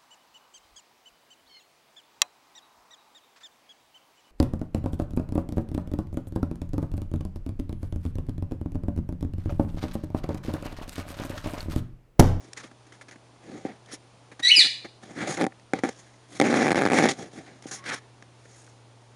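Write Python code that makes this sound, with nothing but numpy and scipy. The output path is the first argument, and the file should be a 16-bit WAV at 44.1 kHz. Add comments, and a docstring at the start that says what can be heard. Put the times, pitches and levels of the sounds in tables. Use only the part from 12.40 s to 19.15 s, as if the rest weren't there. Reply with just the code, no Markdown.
"""The case of a small camera is nudged and dragged by hand over a tiled floor: it scuffs, sticks and slips.
Slips are short pushes that ring damped case modes; scuffs, a faint squeak and rubbing fill in around them.
A pet bird patters over the tiles, its claws scraping in short bursts of the same case modes, and gives one
shrill call of gliding hoarse partials that rings in the bare room. Mains hum and coloured hiss lie under it."""
import sys
import numpy as np
from scipy import signal
from scipy.fft import rfft, irfft, next_fast_len
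from scipy.io import wavfile
from scipy.ndimage import uniform_filter1d

SR = 44100
rng = np.random.default_rng(int(sys.argv[2]) if len(sys.argv) > 2 else 0)


def voltage_ratio(decibels):
    """Convert decibels (scalar or array-like) to amplitude ratios, 20 dB per decade."""
    exponent = np.asarray(decibels, float) / 20
    return 10 ** exponent


def waveform_to_disk(signal):
    """Save audio, clipped to [-1, 1], as 16-bit WAV at the path in sys.argv[1]."""
    frames = np.transpose(np.atleast_2d(signal))
    scaled = np.clip(frames, -1, 1) * 32767
    samples = np.round(scaled).astype(np.int16)
    wavfile.write(sys.argv[1], SR, samples)


N = 297675
T = np.arange(N) / SR


def unit(x):
    """Normalisation: scales a signal to an rms of one."""
    return x / np.sqrt(np.mean(x ** 2))


def column(tables, index, quiet=0.):
    """Linear interpolation: one column of several tables along time, quiet between them."""
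    out = np.full(N, float(quiet))
    for table in tables:
        s, value = np.array(table, float)[:, [0, index]].T
        span = slice(int(s.min() * SR), int(s.max() * SR) + 1)
        out[span] = np.interp(T[span], s, value)
    return out


def flicker(rate_hz):
    """Smoothed noise: a slow random wander with a spread of one."""
    k = max(int(SR / rate_hz), 1)
    return unit(uniform_filter1d(uniform_filter1d(rng.standard_normal(N), k), k))


def oscillator(hz):
    """Phase accumulation: a sine whose phase is the running sum of its frequency."""
    return np.sin(2 * np.pi * np.cumsum(hz) / SR)


# Spectrum of the hiss and rumble, relative: frequency_hz [Hz], density_db [dB per Hz]
HISS_SPECTRUM = [(25, -10.5), (60, -5), (100, -0.5), (150, -3.5), (300, 0.5), (900, -3), (1700, -12),
                 (3400, -13.5), (7000, -18), (10000, -21), (12500, -35.5)]
# Mains hum before its waver: start_s [s], pitch_hz [Hz], level_db [dB rms]
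HUM = [(0, 119.8, -58.5), (3, 119.3, -59), (5, 122.5, -56.5), (6.75, 117.4, -54.5)]


def room_tone():
    """Spectral shaping colours noise into soft hiss and rumble; a slightly wavering sine is the mains hum."""
    size = next_fast_len(N)
    bin_hz = np.arange(size // 2 + 1) * SR / size
    hz, db = np.transpose(HISS_SPECTRUM)
    colour = voltage_ratio(np.interp(np.log(bin_hz + 1), np.log(hz), db))
    hiss = unit(irfft(rfft(rng.standard_normal(size)) * colour, size)[:N])
    hiss = hiss * voltage_ratio(-56.5 + 0.28 * flicker(6))
    hum = oscillator(column([HUM], index=1) + 0.23 * flicker(5.0))
    hum_gain = voltage_ratio(column([HUM], index=2) + 0.27 * flicker(5.7))
    return hiss + np.sqrt(2) * hum * hum_gain


def room(x):
    """Reverberation: dense echoes off bare walls and tiles build up in milliseconds; the treble dies faster."""
    treble_t60_s, bass_t60_s, level_db = 0.34, 1.41 * 0.34, -2.5
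    t = T[:int(.7 * SR)]
    full = rng.standard_normal(len(t)) * 1000. ** (-t / treble_t60_s)
    dull = signal.lfilter(*signal.butter(1, 5000., fs=SR), rng.standard_normal(len(t)))
    dull = dull * 1000. ** (-t / bass_t60_s)
    build_up = 1 - np.exp(-(t / 0.0022) ** 2)
    echoes = (full + 0.58 * dull) * build_up
    return voltage_ratio(level_db) * signal.oaconvolve(x, echoes / np.sqrt(np.sum(echoes ** 2)))[:N]


# Partials 2 to 5 of the call, relative before their wander: level_db [dB]
OVERTONES_DB = [1, -15.5, -18, -28.5]
# The bird's call; the beak is wide at both ends and narrows at the top. Columns, before the throat filter:
# start_s [s], pitch_hz [Hz], level_db [dB], overtones_db [dB to the fundamental], rasp_db [dB]
CALL = [(2.022, 1867, -52, -4.5, -64), (2.032, 1904, -26.5, 0, -37.5), (2.046, 1953, -22, 10.5, -42),
        (2.058, 1966, -13.5, 6.5, -42), (2.078, 2000, -20.5, 6, -50), (2.084, 2146, -18, 5.5, -42),
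        (2.094, 2188, -18, 0, -39), (2.102, 2330, -19, -18, -38), (2.112, 2876, -15, -25, -43),
        (2.118, 2992, -8, -40.5, -43), (2.128, 2857, -25, -18, -42), (2.138, 2874, -14.5, -25, -43),
        (2.147, 2910, -24, -18.5, -39), (2.152, 2643, -16, -20, -31.5), (2.158, 2548, -19, -6, -39),
        (2.168, 2466, -14, 14.5, -38), (2.186, 2387, -15, -1.5, -38), (2.196, 2130, -11.5, 17, -33),
        (2.208, 1953, -14.5, 9, -35.5), (2.22, 1774, -19.5, 13, -35.5), (2.24, 1634, -32, 10, -46)]


def call():
    """Harmonic source and throat filter: five hoarse partials glide; rasping air fills the gaps between them."""
    hz = column([CALL], index=1) * (1 + .009 * flicker(500))
    phase = 2 * np.pi * np.cumsum(hz) / SR
    level = uniform_filter1d(voltage_ratio(column([CALL], index=2, quiet=-120)), size=90)
    wide = voltage_ratio(column([CALL], index=3))
    rasp = uniform_filter1d(voltage_ratio(column([CALL], index=4, quiet=-120)), size=90)
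    overtones = np.zeros(N)
    # the higher the partial, the more it comes and goes
    for k, db in enumerate(OVERTONES_DB):
        gain = voltage_ratio(db + 1.5 * k * flicker(130))
        overtones += gain * np.sin((k + 2) * phase + .22 * k * flicker(700))
    voice = (np.sin(phase) + wide * overtones) / np.sqrt(1 + wide ** 2)
    # uneven cycles spread side bands around each partial
    hoarse = 1 + .24 * flicker(1300)
    air = signal.sosfilt(signal.butter(4, 1900., "high", fs=SR, output="sos"), rng.standard_normal(N))
    air = signal.lfilter(*signal.butter(1, 5000., fs=SR), air)
    # so small a throat passes little below the lowest note
    throat = signal.butter(8, 1600., "high", fs=SR, output="sos")
    return signal.sosfilt(throat, level * np.sqrt(2) * voice * hoarse + rasp * unit(air))


def decays(modes, t60_scale=0.58):
    """Modal impulse response: the decaying sines that one sharp blow sets off."""
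    t = T[:SR // 10]
    return sum(voltage_ratio(db) * np.sin(2 * np.pi * hz * t) * 1000. ** (-t / (t60_scale * t60))
               for hz, db, t60 in modes)


def ring(x, modes):
    """Convolution: a set of modes driven by x."""
    return signal.oaconvolve(x, decays(modes))[:N]


def grit(spread_db):
    """Heavy-tailed noise: now and then a grain is much larger than the rest."""
    return rng.standard_normal(N) * voltage_ratio(spread_db * rng.exponential(size=N))


# Groups of case modes, low to high: frequency_hz [Hz], level_db [dB, relative],
# free_t60_s [s, before the damping scale]
CASE_BODY = [(189, -18.5, 0.02), (303, 3, 0.034), (395, -2.5, .025), (524, 0, 0.022), (670, -8, 0.02),
             (771, -2, 0.055)]
CASE_RING = [(1270, 6.5, 0.0067), (1730, 4, 0.015), (2080, 8, 0.01), (2270, -10.5, 0.034)]
CASE_EDGE = [(3250, 3.5, 0.0075), (4010, 5.5, 0.0038), (4960, -3.5, 0.0064)]
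CASE_TICK = [(5630, -2, 0.0067), (6660, 2.5, 0.0052), (8060, -1.5, 0.003), (9900, -4.5, 0.004)]


def scrape():
    """Friction excitation: grit drives each group of modes; different modes come forward in turn."""
    groups = []
    for modes in (CASE_RING, CASE_EDGE, CASE_TICK, CASE_BODY):
        groups.append(sum(voltage_ratio(2.5 * flicker(22)) * ring(grit(1.8), [mode]) for mode in modes))
    # a soft rub pushes slowly, so it favours the lowest modes of the body
    groups[3] = signal.lfilter(*signal.butter(1, 450., fs=SR), groups[3])
    return [unit(x) for x in groups]


# Claws on tile: start_s [s], level_db [dB], scrape_s [s],
# thud_db [dB to level], treble_db [dB to level, before each treble group's offset]
STEPS = [(0.1323, -43, 0.0036, -20, 9), (0.313, -49.5, 0.006, 2, -7), (0.467, -55, 0.011, -1, 0),
         (0.522, -47.5, 0.008, -10, -2.5), (0.534, -57.5, 0.036, -12, 0), (0.6116, -45.5, 0.017, -26, -1.5),
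         (0.6836, -45, 0.017, -8, -4), (0.711, -43, 0.0041, -11, -2.5), (0.715, -49, 0.026, -3, -4),
         (0.758, -51.5, 0.0075, 8, -7), (.9607, -51.5, 0.0047, 1, -21), (1.46, -56, 0.0042, -12, 5),
         (1.916, -47.5, 0.018, 2, -4.5), (1.9937, -40.5, 0.017, -1.5, -2), (2.178, -38, .018, 1, -7),
         (2.208, -37, .002, -3, -3), (2.24, -36, 0.03, -6, -19), (2.445, -42.5, 0.021, 7, -6.5),
         (3.122, -47, 0.0057, -7.5, -24), (3.197, -52.5, 0.0032, -3.5, -3), (3.3883, -35, 0.0062, 4, -4.5),
         (3.489, -35, 0.0067, 8.5, 0.5), (4.712, -30, 0.0031, -22, 4), (5.2236, -49.5, 0.004, 4.5, 7.5),
         (5.824, -44.5, 0.0034, -1.5, -4), (6.054, -47, .006, 0, -19), (6.2652, -56, 0.0023, -13, 5.5),
         (6.276, -50, 0.0048, -10.5, -13), (6.617, -61.5, 0.0038, -19, -2)]


def steps():
    """Structure-borne sound: each claw lands at once, scrapes and lifts; the tile carries it to the case."""
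    gains = np.zeros((4, N))
    for s, db, length, thud_db, treble_db in STEPS:
        t = T - s
        shape = np.where(t > 0, np.exp(-(np.maximum(t, 0) / length) ** 3), 0)
        group_db = [db, db + treble_db - 4.5, db + treble_db - 3.5, db + thud_db]
        gains += np.outer(voltage_ratio(group_db), shape)
    return sum(uniform_filter1d(g, size=20) * x for g, x in zip(gains, scrape()))


# Faint squeak of the case before its wander: start_s [s], pitch_hz [Hz], level_db [dB rms]
SQUEAK = [(5.37, 1130, -70), (5.39, 1110, -52), (5.44, 1090, -51), (5.46, 1080, -68)]


def squeak():
    """Frequency and amplitude modulation: a thin tone made unsteady in pitch and level."""
    hz = column([SQUEAK], index=1) * (1 + .02 * flicker(150))
    gain = voltage_ratio(column([SQUEAK], index=2, quiet=-120) + 3.3 * flicker(90.8))
    return np.sqrt(2) * gain * oscillator(hz)


# The hand bears down on the case between these two times: start_s [s], end_s [s]
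PRESSED_S = (4.03, 4.72)


def under_hand():
    """Boundary condition: true while the hand bears down on the case."""
    return (T > PRESSED_S[0]) & (T < PRESSED_S[1])


# Strokes of the case over the tile; the first and last rows are faint swells of background hiss:
# start_s [s], peak_s [s], end_s [s], scuff_db [dB], treble_db [dB to scuff], body_db [dB to scuff]
SWELLS = [(0, -0.005, 0.21, -59, -0.5, 8), (0.163, 0.174, 0.24, -41, -4.5, -21),
          (0.223, 0.234, 0.295, -44.5, -6.5, -4), (0.989, 1.178, 1.304, -52, -8.5, 10),
          (1.237, 1.262, 1.4, -49.5, -11, 7.5), (1.45, 1.51, 1.59, -52, -10, -1),
          (1.513, 1.533, 1.57, -47.5, 5.5, -5), (2.612, 2.635, 3.01, -53.5, -4.5, 5),
          (2.689, 2.712, 2.74, -61.5, -6, 18.5), (2.748, 2.819, 2.978, -34, -14, 1.5),
          (2.859, 2.915, 2.984, -39.5, 3.5, 7), (2.968, 2.973, 2.983, -35, -9, 1),
          (2.98, 3.019, 3.036, -34.5, -10, 1.5), (3.065, 3.066, 3.066, -30.5, -24.5, 13),
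          (3.336, 3.34, 3.38, -40, -9, 14), (3.355, 3.39, 3.42, -45, -13, 8),
          (3.416, 3.48, 3.54, -47.5, -1, 4.5), (3.5, 3.56, 4.1, -61.5, 1, -3),
          (3.88, 3.966, 4.04, -51.5, 2, 2), (4.55, 4.58, 4.67, -39, 2, -12),
          (4.686, 4.688, 4.72, -25, -1, -4), (4.7, 4.714, 4.747, -33.5, -5.5, -2),
          (4.73, 4.749, 4.82, -51, -9.5, 7), (4.768, 4.815, 4.91, -46, -1.5, 10.5),
          (4.91, 4.937, 5.09, -52.5, -0.5, 8.5), (4.976, 4.978, 5.04, -59.5, -23, 15.5),
          (5.043, 5.067, 5.27, -54.5, -10.5, 5.5), (5.229, 5.228, 5.33, -55.5, 1.5, 0.5),
          (5.266, 5.265, 5.32, -48, 8.5, 0), (5.311, 5.312, 5.41, -39.5, 4.5, -4),
          (5.37, 5.382, 5.78, -54, -19, -5), (5.439, 5.441, 5.58, -45, -6, -4),
          (5.451, 5.501, 5.506, -37, -4, -14), (5.507, 5.512, 5.55, -33.5, -14, -14),
          (5.522, 5.547, 5.595, -38.5, -2, -13), (5.945, 6.2, 6.47, -65, 7, -1.5)]


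def rub(blows):
    """Sliding friction: noise swells and falls in scuff, edge, hiss and body; slips under the hand add rubbing."""
    rise_power, fall_power = 0.92, 1.22
    gains = np.zeros((4, N))
    for start, peak, end, db, treble_db, body_db in SWELLS:
        rise = np.clip((T - start) / max(peak - start, 1e-3), 0, 1) ** rise_power
        fall = np.clip((end - T) / max(end - peak, 1e-3), 0, 1) ** fall_power
        # the edge follows the treble part of the way
        edge_db = -3 + 0.42 * treble_db
        gains += np.outer(voltage_ratio(db + np.array([0, edge_db, treble_db, body_db])), rise * fall)
    t = T[:SR // 20]
    # each slip moves the case briefly, with a weaker, slower tail
    slide = np.exp(-t / 0.0049) + 0.12 * np.exp(-t / 0.014)
    sliding = np.convolve(blows * under_hand(), slide)[:N]
    # scuff, edge, hiss and body, in dB relative to the slips
    gains += np.outer(voltage_ratio([-20.5, -30.5, -30.5, -26]), sliding)
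    layers = sum(uniform_filter1d(g, size=60) * voltage_ratio(0.5 * flicker(40)) * x for g, x in zip(gains, scrape()))
    return voltage_ratio(2.06 * flicker(128)) * layers


# Quick runs of slips while the case is dragged, with pauses where it sticks; levels before their scatter:
# start_s [s], rate_hz [slips per s], level_db [dB], ring_db [dB to level]
JUDDER = [
    [(2.97, 170, -26, -7), (3.01, 170, -17, -9), (3.052, 170, -13, -11)],
    [(3.441, 260, -17, -10.5), (3.47, 260, -28.5, -11.5), (3.5, 270, -37, -10)],
    [(4.026, 230, -17.5, -14), (4.07, 230, -14.5, -13), (4.12, 240, -18, -13.5), (4.15, 230, -16, -11.5),
     (4.17, 240, -14, -10), (4.185, 240, -15.5, -11), (4.24, 220, -17, -11.5), (4.3, 130, -16.5, -8),
     (4.335, 130, -18.5, 5)],
    [(4.36, 140, -14.5, -8.5), (4.39, 180, -17.5, -7), (4.45, 150, -14, -6.5)],
    [(4.51, 150, -16, -8), (4.535, 210, -11, -9), (4.565, 250, -16, -8), (4.61, 160, -12, -9.5),
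     (4.66, 120, -11.5, -7), (4.7, 180, -21.5, -7.5), (4.73, 150, -29, -22)],
]


def small_slips():
    """Stick-slip: uneven slips at the judder rate; a hard slip takes the place of any small one beside it."""
    rate, level_db = column(JUDDER, index=1), column(JUDDER, index=2, quiet=-120)
    ring_db = column(JUDDER, index=3)
    chance = rng.standard_normal((400, 3))
    # a slip falls due each time the summed rate passes the next uneven turn
    turns = np.cumsum(np.clip(1 + 0.195 * chance[:, 0], .5, 2))
    at = np.searchsorted(np.cumsum(rate) / SR, turns)
    keep = at < N
    at, chance = at[keep], chance[keep]
    s = T[at]
    rows = np.c_[s, level_db[at] + 2.2 * chance[:, 1], ring_db[at] + 2.5 * chance[:, 2]]
    apart = np.abs(s[:, None] - np.array(SLIPS)[:, 0]).min(axis=1) > .0032
    return rows[apart]


def thump(blows, free, damped):
    """Modal damping: blows ring the body freely, or damped under the hand."""
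    pressed = under_hand()
    return sum(signal.oaconvolve(blows * when, k / k.max())[:N]
               for when, k in ((~pressed, free), (pressed, damped)))


# The hardest slips and knocks, before each layer's gain: peak_s [s], level_db [dB], ring_db [dB to level]
SLIPS = [(1.252, -18, -23), (2.838, -24, -8), (1.5355, -31, -17), (3.0224, -14, -9), (3.0347, -14, -11),
         (3.0508, -17, -10), (3.0671, -15, -8), (3.3361, -9, -9), (3.437, -10, -12), (4.001, -7, -4),
         (4.015, -8, -4), (4.0223, -11, -8), (4.1285, -9, -14), (4.1422, -10, -7), (4.2207, -10, -8),
         (4.229, -10, -10), (4.2602, -11, -9), (4.3072, -11, -8), (4.3188, -9, -4), (4.3468, -14, -7),
         (4.3578, -11, -10), (4.4538, -11, -6), (4.4634, -10, -4), (4.4737, -13, -6), (4.4868, -17, -7),
         (4.5018, -16, -2), (4.5344, -8, -7), (4.5878, -8, -2), (4.6577, -9, -5), (5.2575, -28, -24)]


def slips():
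    """Elastic release: the case springs loose (a dip), catches (a peak) and rings; also gives the bare blows."""
    s, db, ring_db = np.r_[np.array(SLIPS), small_slips()].T
    push = np.r_[-.8 * np.hanning(int(.0007 * SR)), np.hanning(int(.0009 * SR))]
    free = np.convolve(push, decays(CASE_BODY, 1.))
    damped = np.convolve(push, decays(CASE_BODY, 0.42))
    at = (s * SR).astype(int) - np.argmax(free)
    hard, sharp, crisp, soft = np.zeros((4, N))
    np.add.at(hard, at, voltage_ratio(db + 2.0))
    np.add.at(sharp, at, voltage_ratio(db + ring_db))
    # a sharper slip reaches further into the treble
    np.add.at(crisp, at, voltage_ratio(db + 1.48 * ring_db))
    # a free case keeps more of its treble than one under the hand
    crisp *= np.where(under_hand(), 1, voltage_ratio(7))
    # slips that ring less than -8.5 dB push longer: over a span of 10.5 dB a low thud takes over
    np.add.at(soft, at, voltage_ratio(db + 2.5) * np.clip((-8.5 - ring_db) / 10.5, 0, 1))
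    dull = thump(soft, free, damped)
    low_thud = voltage_ratio(4) * signal.lfilter(*signal.butter(2, 490, fs=SR), dull)
    thumps = thump(hard, free, damped) + low_thud - dull
    # rough contact after each blow sets off the upper modes
    t = T[:int(.005 * SR)]
    chatter = (t / 0.00095) * np.exp(-t / 0.00079)
    rough = np.sign(rng.standard_normal(N))
    rattle = np.zeros(N)
    for blows, modes, gain_db in ((sharp, CASE_RING, -14), (crisp, CASE_EDGE, -21), (crisp, CASE_TICK, -21)):
        rattle += voltage_ratio(gain_db) * ring(np.convolve(blows, chatter)[:N] * rough, modes)
    return thumps + rattle, hard


def scene():
    """Superposition: room tone, bird in the room and case against the floor, which reaches the room faintly."""
    bird = call()
    knocks, blows = slips()
    handling = knocks + rub(blows) + steps() + squeak()
    # between its groups of modes the case moves less, and it is too small for deep bass
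    for hz in (1000., 2950.):
        handling = handling - 0.41 * signal.lfilter(*signal.iirpeak(hz, 5., fs=SR), handling)
    handling = signal.sosfilt(signal.butter(4, 120., "high", fs=SR, output="sos"), handling)
    echoes = room(bird + voltage_ratio(-27) * handling)
    return (bird + echoes + handling + room_tone())[None]


def roll_off(x):
    """The treble ends steeply here."""
    return signal.sosfilt(signal.butter(12, 12290, fs=SR, output="sos"), x)


def record(dry):
    """Transducer response: a small microphone with a treble dip and a steep top; loud peaks are squashed."""
    x = dry - .72 * signal.lfilter(*signal.iirpeak(7750., 16., fs=SR), dry)
    x = 1.04 * np.tanh(x / 1.177)
    x = signal.sosfilt(signal.butter(10, 10540, fs=SR, output="sos"), x)
    return roll_off(x)


dry = scene()
out = record(dry)
waveform_to_disk(out)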